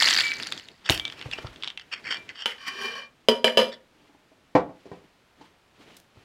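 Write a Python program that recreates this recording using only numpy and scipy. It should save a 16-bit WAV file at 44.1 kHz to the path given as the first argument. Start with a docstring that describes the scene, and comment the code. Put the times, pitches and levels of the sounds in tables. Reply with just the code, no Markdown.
"""In a small quiet room, close to one microphone, ice rattles in a steel shaker, heard in the centre.
Impacts and friction excite the modes of the steel: a palm slaps the shaker, and its two tins are
twisted and slid apart. The small tin is tapped three times on the rim of the large one, then set
down on a wooden bar; later a tin is nudged and a small tool picked up. Cloth rustles underneath."""
import sys
import numpy as np
from scipy import signal
from scipy.fft import rfft, irfft
from scipy.io import wavfile
from scipy.ndimage import uniform_filter1d

SR = 44100
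rng = np.random.default_rng(int(sys.argv[2]) if len(sys.argv) > 2 else 0)


def transcribe(signal):
    """Save signal, clipped to [-1, 1], as a 16-bit WAV file at the path in sys.argv[1]."""
    frames = np.atleast_2d(signal).T
    limited = np.clip(frames, -1, 1)
    pcm = np.round(limited * 32767).astype(np.int16)
    wavfile.write(sys.argv[1], SR, pcm)


N = 275184
SHAKEN_HZ, CUPPED_HZ = 9000, 5500  # treble limit of the cubes, then with both hands round the tin


def clack(hz, t60, muffle_hz):
    """Damped impact: a cube on wet steel gives a few cycles at its pitch and a bright edge."""
    t = np.arange(600) / SR
    burst = noise(len(t)) * decay(t, t60) * attack(t, 0.00034)
    pitch = resonate(resonate(burst, hz, 800), hz, 2000)
    edge = decay(t, t60, db=-9.5) * resonate(burst, 2500, 3100)
    sound = dull(thin(pitch + edge, 820), muffle_hz)
    return sound / abs(sound).max()


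# Single cubes hit the wall, and one clack at 0.8907 s marks the palm slap. Each row: start in seconds, peak in
# dB, pitch in Hz.
CLACKS = [(0.0237, -3.5, 3170), (0.0596, -6.5, 4860), (0.0747, -7.5, 2850), (0.086, -6, 3250),
          (0.108, -7, 3260), (0.128, -11, 3250), (0.137, -9.5, 5440), (0.1869, -9, 1900),
          (0.2061, -8, 3180), (0.3173, -14.5, 2300), (.338, -24.5, 6000), (0.368, -30, 4600),
          (0.3995, -17, 2200), (.426, -19, 4700), (0.4325, -21, 3570), (0.47, -20, 4650),
          (0.5224, -15, 3130), (0.5766, -23, 3550), (0.597, -27.5, 3100), (0.6857, -29.5, 3060),
          (0.861, -29, 3240), (0.8907, -8.5, 1450), (0.897, -2, 3370), (0.976, -17, 3270),
          (0.997, -12, 3140), (1.0522, -13.5, 3280), (1.0787, -24, 3340), (1.0998, -24.5, 2860),
          (1.123, -25, 3070), (1.1932, -31, 3250), (1.2132, -22.5, 2900), (1.225, -24.5, 2980),
          (1.313, -25, 3400), (1.4695, -30.5, 3300), (1.56, -33, 3130), (1.6246, -21, 3300),
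          (1.635, -15, 3270), (1.644, -19, 3270), (1.6614, -35, 3210), (1.6752, -16, 3300),
          (1.682, -21, 3200), (1.702, -22, 3150), (1.775, -20, 2700), (1.7963, -27, 3070),
          (2.2915, -24.5, 2400)]

def cubes():
    """Impulsive excitation: each loud cube, and the slap, gives one clack, duller once the hands cup the tin."""
    out = np.zeros(N)
    for start, db, hz in CLACKS:
        muffle_hz = SHAKEN_HZ if start < 1 else CUPPED_HZ
        add(out, start, gain_of(db) * clack(hz, t60=0.011, muffle_hz=muffle_hz))
    return out


# Modes of the shut, hand-damped shaker. Each row: frequency in Hz, bandwidth in Hz, gain in dB.
SHUT_MODES = [(1800, 1200, 0.5), (3240, 360, 0), (4480, 520, 0.5), (5530, 410, -0.5), (5660, 1600, -19),
              (8400, 1000, -15)]
# The end of the shaking and one last roll. Each row: start and end in seconds, level in dB.
ICE_TUMBLES = [(0, 0.178, -22), (0.425, 0.546, -44)]

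def tumbling_ice():
    """Random forcing: slush and many small collisions drive the damped modes of the wall."""
    hits_per_s, rise_db_per_s, fall_db_per_s = 800, 286.5, 101
    strength = gain_of(3.5 * np.minimum(rng.exponential(1, N), 3.5))
    hits = strength * (rng.random(N) < hits_per_s / SR)
    pitch_index, grains = rng.integers(0, 16, N), np.zeros(N)
    for k, hz in enumerate(np.geomspace(1600, 7500, 16)):
        grain = clack(hz, t60=0.006, muffle_hz=SHAKEN_HZ)
        grains += signal.oaconvolve(hits * (pitch_index == k), grain)[:N]
    drive = (evened(grains) + 0.28 * noise(N))[:SR]
    wall = evened(evened(body(drive, SHUT_MODES)) + 0.5 * thin(drive, 1300))
    t, envelope = np.arange(N) / SR, np.zeros(N)
    for start, end, db in ICE_TUMBLES:
        before, after = np.maximum(start - t, 0), np.maximum(t - end, 0)
        envelope += gain_of(db - rise_db_per_s * before - fall_db_per_s * after)
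    return np.pad(wall, (0, N - SR)) * envelope


# Tones of the wall. Each row: start in seconds, level in dB, frequency in Hz, length in seconds.
WALL_TONES = [(0.227, -23, 2305, 0.16), (0.999, -34.5, 2320, 0.083), (1.336, -41, 2378, 0.083),
              (2.146, -38, 2364, 0.098)]

def singing_wall():
    """Free vibration: one mode rings on, wavering, until a hand grips the wall."""
    out, waver = np.zeros(N), lumps(per_s=60, depth_db=3.5)
    for start, db, hz, length in WALL_TONES:
        t = np.arange(0, length, 1 / SR)
        tone = sine(hz, t) * decay(t, 0.45, db) * signal.windows.tukey(len(t), 0.2)
        add(out, start, tone * waver[round(start * SR):][:len(t)])
    return out


# Modes of the open tin. Each row: frequency in Hz, level in dB, free decay time (T60) in seconds.
OPEN_MODES = [(232, 7, 0.22), (440, -5.5, 0.24), (537, 3, 0.14), (620, -9, 0.08), (948, -16, 0.45),
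              (1740, -18, 0.35), (2379, -12, 0.25), (2785, -21, 0.15), (3004, -1, 0.14), (3130, 1, 0.025),
              (4050, -15, 0.15), (4810, -15, 0.19), (4970, -9, 0.1)]
# Tin strikes tin. Each row: start in seconds, level in dB, gain of the modes below 800 Hz in dB,
# chatter in dB, looseness of the grip as a factor on the decay time.
RIM_BLOWS = [(2.4587, -18.5, -17, -17.5, 0.18), (3.286, -10.5, 4, -22.5, 0.64),
             (3.444, -12.5, 0, -17, 0.53), (3.573, -13.5, 1.5, -11, 0.48), (3.591, -23.5, 6.5, -15.5, 0.28)]

def rim_taps():
    """Modal ringing: each blow excites close pairs of modes that beat; rim chatter roughens them."""
    out, t, chatter_t = np.zeros(N), np.arange(SR // 3) / SR, np.arange(SR // 5) / SR
    hz, mode_db, t60 = np.transpose(OPEN_MODES)[..., None]
    upper_hz = 1200 * 13 ** rng.random((240, 1))  # a crowd of weak modes, the higher the shorter
    upper_modes = sine(upper_hz, t) * decay(t, 0.16 * (3000 / upper_hz) ** 0.4)
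    for start, db, bass_db, chatter_db, looseness in RIM_BLOWS:
        struck_db = mode_db + bass_db * (hz < 800) + 1.5 * noise(hz.shape)
        beating = 1 + 0.5 * np.cos(2 * np.pi * (0.004 * hz * t + rng.random(hz.shape)))
        ring = (sine(hz, t) * beating * decay(t, looseness * t60, struck_db)).sum(0)
        crack = resonate(noise(len(t)), 1150, 600) * decay(t, 0.03, db=5)
        jangle = gain_of(-38) * (upper_modes * noise(upper_hz.shape)).sum(0)
        contacts = noise(len(chatter_t)) * (rng.random(len(chatter_t)) < 0.03)
        force = contacts * decay(chatter_t, 0.26, chatter_db)
        force[0] = 1  # the blow itself
        add(out, start, gain_of(db) * signal.fftconvolve(ring + crack + jangle, force))
    return thin(out, 360)


# Modes of the rubbed, loose tin. Each row: frequency in Hz, bandwidth in Hz, gain in dB.
LOOSE_MODES = [(240, 26, -14.5), (1120, 52, -7), (1620, 68, -7), (1835, 91, -9), (2384, 11, 5),
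               (3030, 41, -0.5), (3870, 34, -17), (4343, 79, -13.5), (4825, 180, -15.5), (5630, 140, -17.5)]
# The small tin slides out in jerks. Each row: time in seconds, level of the friction in dB.
SLIDE_FRICTION = [(2.58, -27), (2.66, -19.5), (2.682, -6.5), (2.715, -20), (2.8, -15), (2.828, -9.5),
                  (2.89, -13.5), (2.91, -18), (2.97, -15), (3.012, -19), (3.06, -28.5), (3.12, -67)]

def sliding_tin():
    """Frictional excitation: rim rubs on wall, ringing the steel and the air in the widening gap."""
    part_s, free_s, shut_hz, open_hz = 2.7, 3.0, 380, 548
    grip_s, grip_db_per_s = 3.05, 250  # fingers close on the tin and stop its ring
    span = slice(round(SLIDE_FRICTION[0][0] * SR), round((SLIDE_FRICTION[-1][0] + 0.15) * SR))
    t = np.arange(N)[span] / SR
    pressure = gain_of(np.interp(t, *np.transpose(SLIDE_FRICTION)))
    rub = (noise(N) * lumps(per_s=200, depth_db=2))[span] * pressure
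    treble = gain_of(-27) * thin(rub * pressure, 5300)  # in dB it grows twice as fast as the rub
    steel = body(rub, LOOSE_MODES) + treble
    opening = np.clip((t - part_s) / (free_s - part_s), 0, 1)
    gap_hz = shut_hz + (open_hz - shut_hz) * opening ** 2.6  # the air note climbs late
    air = gain_of(-4.5) * resonate(rub, gap_hz, 27) * np.minimum(5 * opening, 1)
    grip = gain_of(-grip_db_per_s * np.maximum(t - grip_s, 0))
    return np.pad((steel + air) * grip, (span.start, N - span.stop))


# Modes of the wooden top. Each row: frequency in Hz, relative level in dB, and decay time in seconds
# before it is shortened by the damping factor.
WOOD_MODES = [(180.2, -4, 0.41), (296, 13.5, 0.073), (840, -2, 0.18), (1002, 0, 0.13), (1860, -6, 0.14),
              (2320, -9.5, 0.16)]
# Things put down or moved. Each row: start in seconds, thud in dB, tick in dB, hollow note in Hz.
BAR_KNOCKS = [(4.094, -56, -86, 845), (4.146, -53, -71, 832), (4.315, -53.5, -79.5, 633),
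              (4.551, -7.5, -30, 512), (4.692, -39.5, -69, 647), (4.855, -41, -53.5, 395),
              (4.915, -33, -51, 394), (5.411, -44, -51, 864)]

def bar_knocks():
    """Impact on a plate: the wood rings under a dull wash and a tick; harder knocks are brighter."""
    out, t, damping_factor = np.zeros(N), np.arange(SR // 2) / SR, 0.71
    hz, mode_db, t60 = np.transpose(WOOD_MODES)[..., None]
    for start, db, tick_db, hollow_hz in BAR_KNOCKS:
        struck_db = mode_db - 10.5 + 2 * noise(hz.shape)
        ring = (sine(hz, t) * decay(t, damping_factor * t60, struck_db)).sum(0)
        wash = resonate(resonate(noise(len(t)), hollow_hz, 450), hollow_hz, 1060) * decay(t, 0.18, db=7)
        trapped_air = sine(hollow_hz, t) * decay(t, 0.087)  # under the base of the tin
        thud = gain_of(db) * dull(ring + wash + trapped_air, 6200 * gain_of(0.28 * db))
        tick = dull(thin(resonate(noise(len(t)), 4400, 3500), 2170), 5500) * decay(t, 0.15, tick_db)
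        add(out, start, (thud + tick) * attack(t, 0.0018))
    return thin(out, 60)


# Palm and fingers land. Each row: start in seconds, level in dB, pitch in Hz, decay time in seconds.
HAND_THUMPS = [(.896, -7.5, 76, 0.045), (0.904, -8, 318, 0.025), (1.257, -24.5, 112, 0.038),
               (1.384, -21.5, 127, 0.011), (1.445, -27, 103, 0.043), (6.17, -44, 98.3, .08)]

def hands():
    """Soft impact: flesh gives a low, heavily damped thump with a puff of skin noise."""
    out, t = np.zeros(N), np.arange(SR // 4) / SR
    for start, db, hz, t60 in HAND_THUMPS:
        thump = sine(hz, t) * decay(t, t60)
        puff = resonate(resonate(noise(len(t)), 0.8 * hz, 730), 5.5 * hz, 1800) * decay(t, 0.018, db=10.5)
        add(out, start, gain_of(db) * (thump + puff) * attack(t, 0.0038))
    return thin(out, 33)


# Slush thrown by the slap, and later a small metal tool picked up.
# Each row: start in seconds, level in dB, decay time in seconds, bass cutoff in Hz.
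TICK_SPRAYS = [(0.897, -25, .25, 3500), (5.966, -30.5, 0.042, 2280), (5.984, -46.5, 0.31, 2230)]

def sprays():
    """Shot noise: dense tiny impacts merge into a bright spray that starts at once and dies away."""
    out, t = np.zeros(N), np.arange(SR // 4) / SR
    for start, db, t60, low_hz in TICK_SPRAYS:
        fizz = noise(len(t))
        spikes_db = 7.1 * rng.exponential(1, len(t)) * (rng.random(len(t)) < 0.02)
        ticks = thin(evened(fizz * gain_of(spikes_db)), low_hz)
        add(out, start, ticks * decay(t, t60, db) * attack(t, 0.0021))
    return out


# Ice shifts and the tins are twisted. Each row: start and end in seconds, level in dB, pitch in Hz.
RUBS = [(0.84, 0.892, -37, 3160), (0.851, 1.014, -30.5, 2700), (1.12, 1.314, -50, 2590),
        (1.321, 1.348, -29, 2650), (1.374, 1.401, -37.5, 2970), (1.437, 1.496, -46.5, 1270),
        (1.583, 1.752, -46.5, 3060), (1.805, 1.829, -48, 2840), (1.91, 1.959, -31.5, 2590),
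        (1.934, 2.02, -50, 2090), (2.027, 2.139, -37.5, 1990), (2.078, 2.197, -31.5, 3000),
        (2.106, 2.137, -37.5, 2200), (2.274, 2.326, -45, 1910), (2.32, 2.494, -40, 2940),
        (2.447, 2.562, -44.5, 1910), (2.643, 2.727, -40, 1860), (3.472, 3.492, -25, 1960),
        (3.563, 3.643, -39, 1790), (3.702, 3.763, -42.5, 3460)]

def scrapes():
    """Friction noise: grit swells and fades, filtered by the wall and by the spot that rubs."""
    grit, out = noise(N) * lumps(per_s=500, depth_db=3.7), np.zeros(N)
    wall = evened(body(grit, SHUT_MODES, width_factor=0.45))
    for start, end, db, hz in RUBS:
        span = slice(round(start * SR), round(end * SR))
        spot = evened(resonate(resonate(grit[span], hz, 500), hz, 1200))
        rub = spot + 0.84 * wall[span] + gain_of(-31.5) * grit[span]
        swell = np.sin(np.pi * np.linspace(0, 1, len(rub)) ** 0.93) ** 2.45
        out[span] += gain_of(db) * rub * swell
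    return dull(thin(out, 460), 7000)


# Spectra of soft and crisp rustle. Each row: frequency in Hz, relative spectral density in dB.
SOFT_SPECTRUM = [(30, -20.5), (80, 1), (300, 8.5), (900, -3.5), (2000, -54)]
CRISP_SPECTRUM = [(300, -25), (900, -1.5), (3000, -1), (7000, -16), (16000, -32.5)]
# Arm movements. Each row: middle and length in seconds, bass level in dB, treble level in dB.
ARM_MOVES = [(.15, 1.38, -48, -51), (1.283, 1.39, -53, -51), (2.134, 0.81, -55.5, -56),
             (2.794, 0.71, -77, -48), (4.023, 0.46, -66.5, -69), (4.919, 0.6, -61.5, -63.5),
             (5.446, 0.22, -61.5, -60.5), (5.886, 0.37, -58, -56), (6.205, .2, -62, -61.5)]

def cloth():
    """Amplitude-modulated noise: sleeves and apron rustle unevenly, swelling with each movement."""
    middle, length, bass_db, treble_db = np.transpose(ARM_MOVES)[..., None]
    swell = np.cos(np.pi * np.clip((np.arange(N) / SR - middle) / length, -0.5, 0.5)) ** 2
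    soft = coloured(SOFT_SPECTRUM) * (gain_of(bass_db) * swell).sum(0) * lumps(25, 3.5)
    crisp = coloured(CRISP_SPECTRUM) * (gain_of(treble_db) * swell).sum(0) * lumps(65, 1.8)
    return soft + crisp


# Decay of the room. Each row: frequency in Hz, reverberation time in seconds.
ROOM_T60 = [(200, 0.37), (2000, 0.22), (12000, 0.0064)]

def room(x):
    """Reverberation: sparse reflections of random sign, each band dying at its own rate."""
    reflections = np.zeros(SR // 2)
    slots = np.arange(130, SR // 2 - 20, 20)
    reflections[slots + rng.integers(0, 20, len(slots))] = rng.choice([-1., 1.], len(slots))
    hz, t, bands = signal.stft(reflections, SR, nperseg=256)
    tail = signal.istft(bands * decay(t, read(ROOM_T60, hz)[:, None]), SR, nperseg=256)[1]
    return signal.fftconvolve(x, tail / np.linalg.norm(tail))[:N]


# Spectrum of the noise floor. Each row: frequency in Hz, relative spectral density in dB.
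HISS_SPECTRUM = [(30, 1), (250, 1), (3000, -8), (16000, -31)]

def hiss():
    """Stationary noise: the faint floor of room and microphone."""
    return gain_of(-62.5) * coloured(HISS_SPECTRUM)


def gain_of(db):
    return 10 ** (np.asarray(db) / 20)


def noise(shape):
    return rng.standard_normal(shape)


def sine(hz, t):
    return np.sin(2 * np.pi * hz * t)


def attack(t, rise_s):
    return np.minimum(t / rise_s, 1)


def decay(t, t60, db=0):
    """Exponential decay: the level starts at db and falls 60 dB every t60 seconds."""
    return gain_of(db - 60 * t / t60)


def evened(x):
    """Normalisation to unit RMS."""
    return x / np.sqrt(np.mean(x ** 2) + 1e-20)


def read(points, hz):
    """Interpolation on a logarithmic frequency axis."""
    point_hz, value = np.transpose(points)
    return np.interp(np.log(hz + 1), np.log(point_hz + 1), value)


def add(mix, start, sound):
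    """Superposition: the sound joins the mix at start seconds."""
    part = mix[round(start * SR):][:len(sound)]
    part += sound[:len(part)]


def resonate(x, hz, width_hz):
    """Resonance by heterodyning: shift hz, which may glide, down to zero, smooth, and shift back."""
    carrier = np.exp(2j * np.pi * np.cumsum(hz * np.ones(len(x))) / SR)
    pole = np.exp(-np.pi * width_hz / SR)
    return 2 * (carrier * signal.lfilter([1 - pole], [1, -pole], x / carrier + 1e-18)).real


def body(x, modes, width_factor=1):
    """Modal superposition: a sum of resonances with alternating sign."""
    return sum((-1) ** k * gain_of(db) * resonate(x, hz, width_factor * width_hz)
               for k, (hz, width_hz, db) in enumerate(modes))


def coloured(spectrum):
    """Spectral shaping of white noise, at unit RMS."""
    gains = gain_of(read(spectrum, np.fft.rfftfreq(N, 1 / SR)))
    return evened(irfft(rfft(noise(N)) * gains, N))


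def lumps(per_s, depth_db):
    """Random modulation: a gain that wanders smoothly, by depth_db RMS."""
    size = int(SR / per_s)
    return gain_of(depth_db * evened(uniform_filter1d(uniform_filter1d(noise(N), size), size)))


def thin(x, hz):
    """Third-order high-pass filter."""
    return signal.sosfilt(signal.butter(3, hz, "high", fs=SR, output="sos"), x)


def dull(x, hz):
    """Second-order low-pass filter."""
    return signal.sosfilt(signal.butter(2, hz, fs=SR, output="sos"), x)


def scene():
    """Superposition: direct sound, reverberation and background add, alike in both channels."""
    ice = tumbling_ice() + cubes() + singing_wall()
    direct = ice + sprays() + scrapes() + sliding_tin() + rim_taps() + bar_knocks() + hands()
    # the microphone softens the treble of the close sounds
    softened = signal.lfilter(*signal.butter(1, 9000, fs=SR), direct)
    return np.tile(softened + gain_of(-15) * room(softened) + cloth() + hiss(), (2, 1))


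def record(dry):
    """Mid-side stereo: a faint side signal in deep bass and treble, then saturation and a band limit."""
    side_db = read([(40, -29), (800, -53.5), (2500, -85), (14000, -39.5)], np.fft.rfftfreq(N, 1 / SR))
    side = irfft(rfft(np.roll(dry[0], 40)) * gain_of(side_db), N)
    stereo = thin(dry + side * np.array([[1], [-1]]), 21)
    saturated = 0.9 * stereo / (0.5 + stereo ** 6) ** (1 / 6)
    low_pass = signal.firwin(511, 16000, window=("kaiser", 9), fs=SR)
    return signal.oaconvolve(saturated, low_pass[None], "same")


dry = scene()
out = record(dry)
transcribe(out)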